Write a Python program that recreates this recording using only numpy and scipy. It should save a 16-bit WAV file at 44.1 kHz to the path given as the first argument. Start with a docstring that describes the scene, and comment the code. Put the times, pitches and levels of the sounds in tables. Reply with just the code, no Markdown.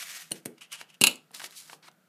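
"""A small metal paper punch at a craft table, close by in a small room with faint steady air.
First it scrapes off a sheet of cardstock and is tapped twice on the table, its loose parts rattling.
It shifts in the hand with a rub of skin and a few flicks of card, then is put down with a sharp
three-part clack that rings its body and thumps the table. Last, fingers drag the card hissing over
the work surface and lift it, and it crackles as it bends."""
import sys
import numpy as np
from scipy import signal
from scipy.fft import rfft, irfft, next_fast_len
from scipy.io import wavfile

SR = 44100
rng = np.random.default_rng(int(sys.argv[2]) if len(sys.argv) > 2 else 0)


def pcm_store(signal):
    """Save signal as 16-bit PCM."""
    levels = np.round(np.clip(np.atleast_2d(signal), -1, 1) * 32767)
    wavfile.write(sys.argv[1], SR, levels.astype(np.int16).T)


N = 91860


def amp(db):
    """Decibels to gain."""
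    return 10 ** (np.asarray(db) / 20)


def unit_rms(x):
    """Scale to rms 1."""
    return x / np.sqrt(np.mean(x ** 2) + 1e-20)


def along(points, hz):
    """Read a curve of (frequency, value) points on a log frequency axis."""
    freqs, values = np.transpose(points)
    return np.interp(np.log(hz + 1), np.log(freqs + 1), values)


def fader_curves(rows):
    """A dB envelope for each column after the time, silent outside the rows."""
    times, *columns = np.transpose(rows)
    return [np.interp(np.arange(N) / SR, times, db, right=-120) for db in columns]


def filtered(x, response):
    """EQ x with a gain given as response(hz)."""
    size = next_fast_len(len(x) + SR // 8)
    return irfft(rfft(x, size) * response(np.fft.rfftfreq(size, 1 / SR)), size)[:len(x)]


def noise(level_db, size=N):
    """Noise of rms 1, coloured by level_db(hz)."""
    return unit_rms(filtered(rng.standard_normal(size), lambda hz: amp(level_db(hz))))


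def decay(t60):
    """A quarter second of fade that falls 60 dB in t60 seconds."""
    return np.exp(-np.log(1000) * np.arange(SR // 4) / SR / t60)


def burst(level_db, t60):
    """A dying puff of coloured noise."""
    return noise(level_db, size=SR // 4) * decay(t60)


def ring(modes, rise_s, mode_ratio):
    """Struck, damped modes; mode k is scaled by mode_ratio ** k, so a negative ratio alternates phase."""
    t = np.arange(SR // 4) / SR
    waves = [mode_ratio ** k * amp(db) * decay(t60) * np.sin(2 * np.pi * hz * t)
             for k, (hz, db, t60) in enumerate(modes)]
    return sum(waves) * (1 - np.exp(-t / rise_s))


def add(track, start_s, sound):
    """Mix a sound into the track at its cue."""
    part = track[round(start_s * SR):][:len(sound)]
    part += sound[:len(part)]


def rub(spectrum, grain_hz=674, grain_db=2):
    """Friction hiss, roughened by fibres that catch and let go."""
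    grain = np.interp(np.arange(N) * grain_hz / SR, np.arange(N), rng.standard_normal(N))
    return unit_rms(noise(lambda hz: along(spectrum, hz)) * amp(grain_db * grain))


# colour of the room's air: f/Hz, level/dB
AIR_SPECTRUM = [(25, -44.5), (85, -23.5), (125, -8), (180, -3), (260, -13.5), (400, -16.5), (600, -14),
                (900, -21), (1150, -22), (1380, -13), (1800, -22), (5000, -29.5), (14800, -30),
                (16000, -53)]

def room_tone(murmur_hz=157.5, width_hz=10):
    """A faint bed of steady air with a low murmur."""
    murmur = noise(lambda hz: -20 * np.log10(1 + ((hz - murmur_hz) / width_hz) ** 2))
    air = noise(lambda hz: along(AIR_SPECTRUM, hz))
    return amp(-68.5) * air + amp(-74) * murmur


# envelope of the card sliding out: t/s, level/dB
PULL_ENVELOPE = [(0, -40), (.025, -37), (.055, -48), (.11, -41), (.135, -46), (.16, -40), (.2, -47.5),
                 (.22, -43.5), (.25, -56), (.31, -62.5), (.335, -56.5), (.36, -51), (.39, -58), (.42, -73),
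                 (.45, -74)]
# colour of its scrape: f/Hz, level/dB
PULL_SPECTRUM = [(120, -72), (200, -48), (294, -18), (334, -28.5), (735, -13.5), (851, -17.5), (1100, -11),
                 (1910, -2), (4350, -7), (6520, -6), (13800, -12.5), (15100, -21), (16000, -39)]

def card_pull():
    """The card scrapes out of the punch's slot."""
    level_db, = fader_curves(PULL_ENVELOPE)
    return amp(level_db) * rub(PULL_SPECTRUM)


# hits within two light taps that shake the punched disc out: t/s, rattle/dB, tick/dB, thud/dB
TAP_HITS = [(.3086, -57, -36, -80), (0.3148, -44, -33.5, -27), (0.3166, -41, -39, -40),
            (0.318, -21.5, -26, -52), (0.3207, -48, -27.5, -36.5), (0.4539, -61, -41, -72),
            (.4580, -38, -25.5, -26), (.4605, -44, -30, -39)]
# modes of the punch's loose parts: f/Hz, level/dB, t60/s
LOOSE_PART_MODES = [(2950, -1, 0.014), (4263, -2, 0.018), (7030, -35, 0.054), (7730, -15, 0.023),
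                    (9530, 5, 0.02), (10800, -13, 0.017), (13500, -11, 0.021)]
# colour of a tap's attack: f/Hz, level/dB
TICK_SPECTRUM = [(200, -5), (900, -8), (2000, -3), (4000, -4.5), (6000, -5.5), (9500, 6), (12000, -6.5),
                 (14000, -3), (16000, -35)]
# modes of the table top, the low end of both taps and clacks: f/Hz, level/dB, t60/s
TABLE_MODES = [(138, -12, 0.04), (189, -6, 0.059), (243, 1, .05), (320, -2, .04), (410, -2, .032),
               (510, -6, .03), (630, -18, 0.024)]

def punch_taps():
    """Held in the hand the punch only ticks and rattles, over a soft thud of the table."""
    rattle, ticks, thuds = np.zeros((3, N))
    for start_s, rattle_db, tick_db, thud_db in TAP_HITS:
        add(rattle, start_s, amp(rattle_db) * ring(LOOSE_PART_MODES, rise_s=0.00045, mode_ratio=-0.96))
        add(ticks, start_s, amp(tick_db) * burst(lambda hz: along(TICK_SPECTRUM, hz), t60=0.01))
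        add(thuds, start_s, amp(thud_db) * ring(TABLE_MODES, rise_s=0.00042, mode_ratio=0.96) / 2)
    return in_room(rattle, wet_db=-8) + in_room(ticks, wet_db=0) + in_room(thuds, wet_db=0.3)


# envelope of the punch shifting in the hand and fingers leaving the card: t/s, level/dB
GRIP_ENVELOPE = [(.56, -91), (.582, -57.5), (.604, -72), (.612, -46), (.62, -45.5), (.64, -51),
                 (.69, -72.5), (.717, -50.5), (.721, -39.5), (.74, -39), (.772, -51.5), (.808, -46.5),
                 (.826, -50), (.85, -67), (.88, -67.5), (.903, -52), (.92, -66), (.95, -55), (.98, -82.5)]
# colour of rubbing skin: f/Hz, level/dB
GRIP_SPECTRUM = [(120, -46.5), (400, -27), (700, -16), (1050, -10.5), (1600, -10), (2300, -4.5),
                 (2850, 3.5), (3600, -8.5), (6000, -8.5), (11000, -9.5), (14500, -29.5), (16000, -35)]

def hand_rub(dull_below_db=-53.5, lowpass_hz=3400):
    """Skin rubs on punch and card, brighter when it presses harder."""
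    level_db, = fader_curves(GRIP_ENVELOPE)
    hiss = rub(GRIP_SPECTRUM)
    dull = filtered(hiss, lambda hz: 1 / np.sqrt(1 + (hz / lowpass_hz) ** 4))
    brightness = 1 / (1 + amp(dull_below_db - level_db))
    return amp(level_db) * (brightness * hiss + (1 - brightness) * dull)


# snaps and crackles of the card: t/s, level/dB, t60/s, centre f/Hz
CARD_SNAPS = [(0.5806, -51.5, 0.026, 2040), (0.622, -58, 0.01, 3540), (0.7188, -39, 0.01, 3520),
              (0.7268, -32.5, 0.023, 5150), (0.8132, -30.5, .014, 1350), (0.9432, -47.5, 0.0068, 2960),
              (1.1575, -37, 0.006, 6150), (1.308, -47.5, 0.026, 440), (1.3155, -49, .008, 9040),
              (1.3477, -32.5, .012, 3990), (1.361, -39, 0.012, 2480), (1.3974, -31.5, .008, 1980),
              (1.4005, -36.5, 0.039, 1510), (1.4168, -36.5, 0.027, 1300), (1.4395, -38, 0.022, 580),
              (1.442, -34, 0.037, 2410), (1.458, -41, 0.035, 2030), (1.509, -40.5, .008, 3980),
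              (1.524, -49.5, 0.055, 1740), (1.658, -43, .006, 2500), (1.6976, -39, 0.02, 1100),
              (1.7308, -38.5, 0.028, 880), (1.826, -68, .015, 3500), (1.884, -44.5, .025, 900),
              (1.915, -57, .012, 3516)]

def card_flicks():
    """Short, ringless snaps as the card is touched and bends."""
    snaps = np.zeros(N)
    for start_s, level_db, t60, centre_hz in CARD_SNAPS:
        def band_db(hz):
            octaves = np.abs(np.log2((hz + 1) / centre_hz))
            rolloff_db = np.where(hz < centre_hz, 9.5, 4)  # one octave under, one octave over
            return -rolloff_db * octaves ** 1.5
        add(snaps, start_s, amp(level_db) * burst(band_db, t60))
    return snaps


# hits as the punch lands, and a quick echo of the loudest:
# t/s, ring/dB, crack/dB, crack t60/s, crack tilt/(dB per octave), thud/dB
CLACK_CUES = [(1.0085, -56.5, -43, 0.024, 0.5, -60), (1.0128, -25, -17, 0.021, 1, -12.5),
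              (1.0163, -17, -14, .022, 1, -30), (1.0381, -7.5, -8, 0.032, -0.5, -32),
              (1.0472, -20, -22.5, .02, -1.5, -35.5), (1.0647, -39, -24.5, 0.028, -1, -50),
              (1.0699, -11.5, -8, .012, 0, -27), (1.074, -19, -22.5, 0.037, -1, -43),
              (1.1115, -34, -57, 0.024, 3, -56)]
# modes of the punch's metal body: f/Hz, level/dB, t60/s
BODY_MODES = [(1608, -18.5, .04), (2448, -24, .08), (2510, -14, 0.033), (2707, -7.5, .075),
              (2836, -2.5, 0.041), (2940, -20, .11), (2910, -23.5, 0.17), (3860, -17, 0.045),
              (4040, -13, 0.074), (4330, -20.5, 0.032), (6770, -16, 0.023), (7130, -6.5, 0.017),
              (10540, -10, .03), (11050, -12.5, .03)]
# colour of a clack's attack: f/Hz, level/dB
CRACK_SPECTRUM = [(100, -31), (350, -5.5), (1300, -0.5), (1900, -15), (2700, 12), (3400, 3), (4100, 9.5),
                  (5600, -3.5), (6400, -0.5), (7100, 4), (8000, 3), (10700, 2.5), (12000, -2),
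                  (14500, -6.5), (16000, -28.5)]

def punch_clacks():
    """The punch clacks down: each cue layers a crack, the ring of the metal body and a table thump."""
    metal, cracks, thuds = np.zeros((3, N))
    for start_s, ring_db, crack_db, t60, tilt, thud_db in CLACK_CUES:
        crack = burst(lambda hz: along(CRACK_SPECTRUM, hz) + tilt * np.log2((hz + 1) / SR), t60)
        add(cracks, start_s, amp(crack_db) * crack)
        add(metal, start_s, amp(ring_db) * ring(BODY_MODES, rise_s=0.00045, mode_ratio=-1.013))
        add(thuds, start_s, amp(thud_db) * ring(TABLE_MODES, rise_s=0.00042, mode_ratio=0.83) / 2)
    return in_room(metal, wet_db=-9.5) + in_room(cracks, wet_db=2.9) + in_room(thuds, wet_db=1)


# envelopes of the card dragged and lifted: t/s, edge level/dB, sheet level/dB
DRAG_ENVELOPES = [(1.28, -90.5, -80.5), (1.324, -82, -72), (1.344, -46, -48), (1.384, -48.5, -58.5),
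                  (1.41, -53.5, -58), (1.432, -48.5, -55), (1.444, -45.5, -45.5), (1.466, -45, -59),
                  (1.482, -67, -60), (1.525, -55, -72), (1.545, -58, -57.5), (1.578, -43, -73),
                  (1.604, -48.5, -63.5), (1.644, -57.5, -65), (1.692, -55.5, -61), (1.735, -52.5, -58.5),
                  (1.765, -68, -94), (1.79, -83, -93.5), (1.818, -96, -97), (1.828, -66.5, -55.5),
                  (1.862, -62.5, -58.5), (1.886, -60, -51), (1.9, -90, -90.5), (1.95, -90, -99)]
# bright hiss of the edge: f/Hz, level/dB
EDGE_SPECTRUM = [(1000, -26.5), (2500, -4), (4500, 1), (8000, 0), (11000, -2), (14500, -10), (16000, -26.5)]
# darker rustle of the sheet: f/Hz, level/dB
SHEET_SPECTRUM = [(100, -36), (250, -5), (600, -13), (1100, -1.5), (2000, -3.5), (3300, -7.5), (5000, -6),
                  (9000, -33.5)]

def card_drag():
    """The edge hisses over the table while the sheet itself rustles lower down."""
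    edge_db, sheet_db = fader_curves(DRAG_ENVELOPES)
    return amp(edge_db) * rub(EDGE_SPECTRUM) + amp(sheet_db) * rub(SHEET_SPECTRUM)


# early reflections off nearby surfaces: delay t/s, level/dB
REFLECTIONS = [(.0013, -24.5), (.0031, -18.5), (.0086, -16)]
# reverb decay time: f/Hz, t60/s
REVERB_T60 = [(150, 0.33), (400, 0.28), (1000, 0.26), (3000, 0.24), (8000, .22), (15000, .17)]
# EQ of the reverb send: f/Hz, level/dB
REVERB_SEND = [(100, -24), (180, -9.5), (330, 2), (1000, -10), (3000, -12.5), (8000, -19.5), (15000, -15.5)]

def in_room(x, wet_db, rise_s=0.0047):
    """The sound, its first echoes and a short diffuse tail in which the bass lasts longest."""
    hz, t, noise_bands = signal.stft(rng.standard_normal(SR // 2), SR, nperseg=256)
    fade = np.exp(-np.log(1000) * t / along(REVERB_T60, hz)[:, None]) * (1 - np.exp(-t / rise_s))
    band_energy = np.mean(fade ** 2, axis=1, keepdims=True) * SR / 2
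    send = amp(wet_db + along(REVERB_SEND, hz))[:, None] / np.sqrt(band_energy)
    _, tail = signal.istft(noise_bands * fade * send, SR, nperseg=256)
    near = filtered(x, lambda f: 1 + sum(amp(db) * np.exp(-2j * np.pi * f * s) for s, db in REFLECTIONS))
    return near + signal.fftconvolve(x, tail)[:N]


def scene():
    """Punch and card over the room tone, mixed to mono."""
    card = card_pull() + hand_rub() + card_flicks() + card_drag()
    return (room_tone() + in_room(card, wet_db=-1.5) + punch_taps() + punch_clacks())[None]


def record(dry):
    """The microphone sheds the deep bass, clips at full scale and keeps nothing above its band limit."""
    low_cut_hz, high_cut_hz, limit_hz = 131, 15110, 16600
    low_cut = signal.butter(N=6, Wn=low_cut_hz, btype="high", fs=SR, output="sos")
    clipped = np.clip(signal.sosfilt(low_cut, dry[0]), -1, 1)
    return filtered(clipped, lambda hz: (hz < limit_hz) / np.sqrt(1 + (hz / high_cut_hz) ** 90))[None]


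dry = scene()
out = record(dry)
pcm_store(out)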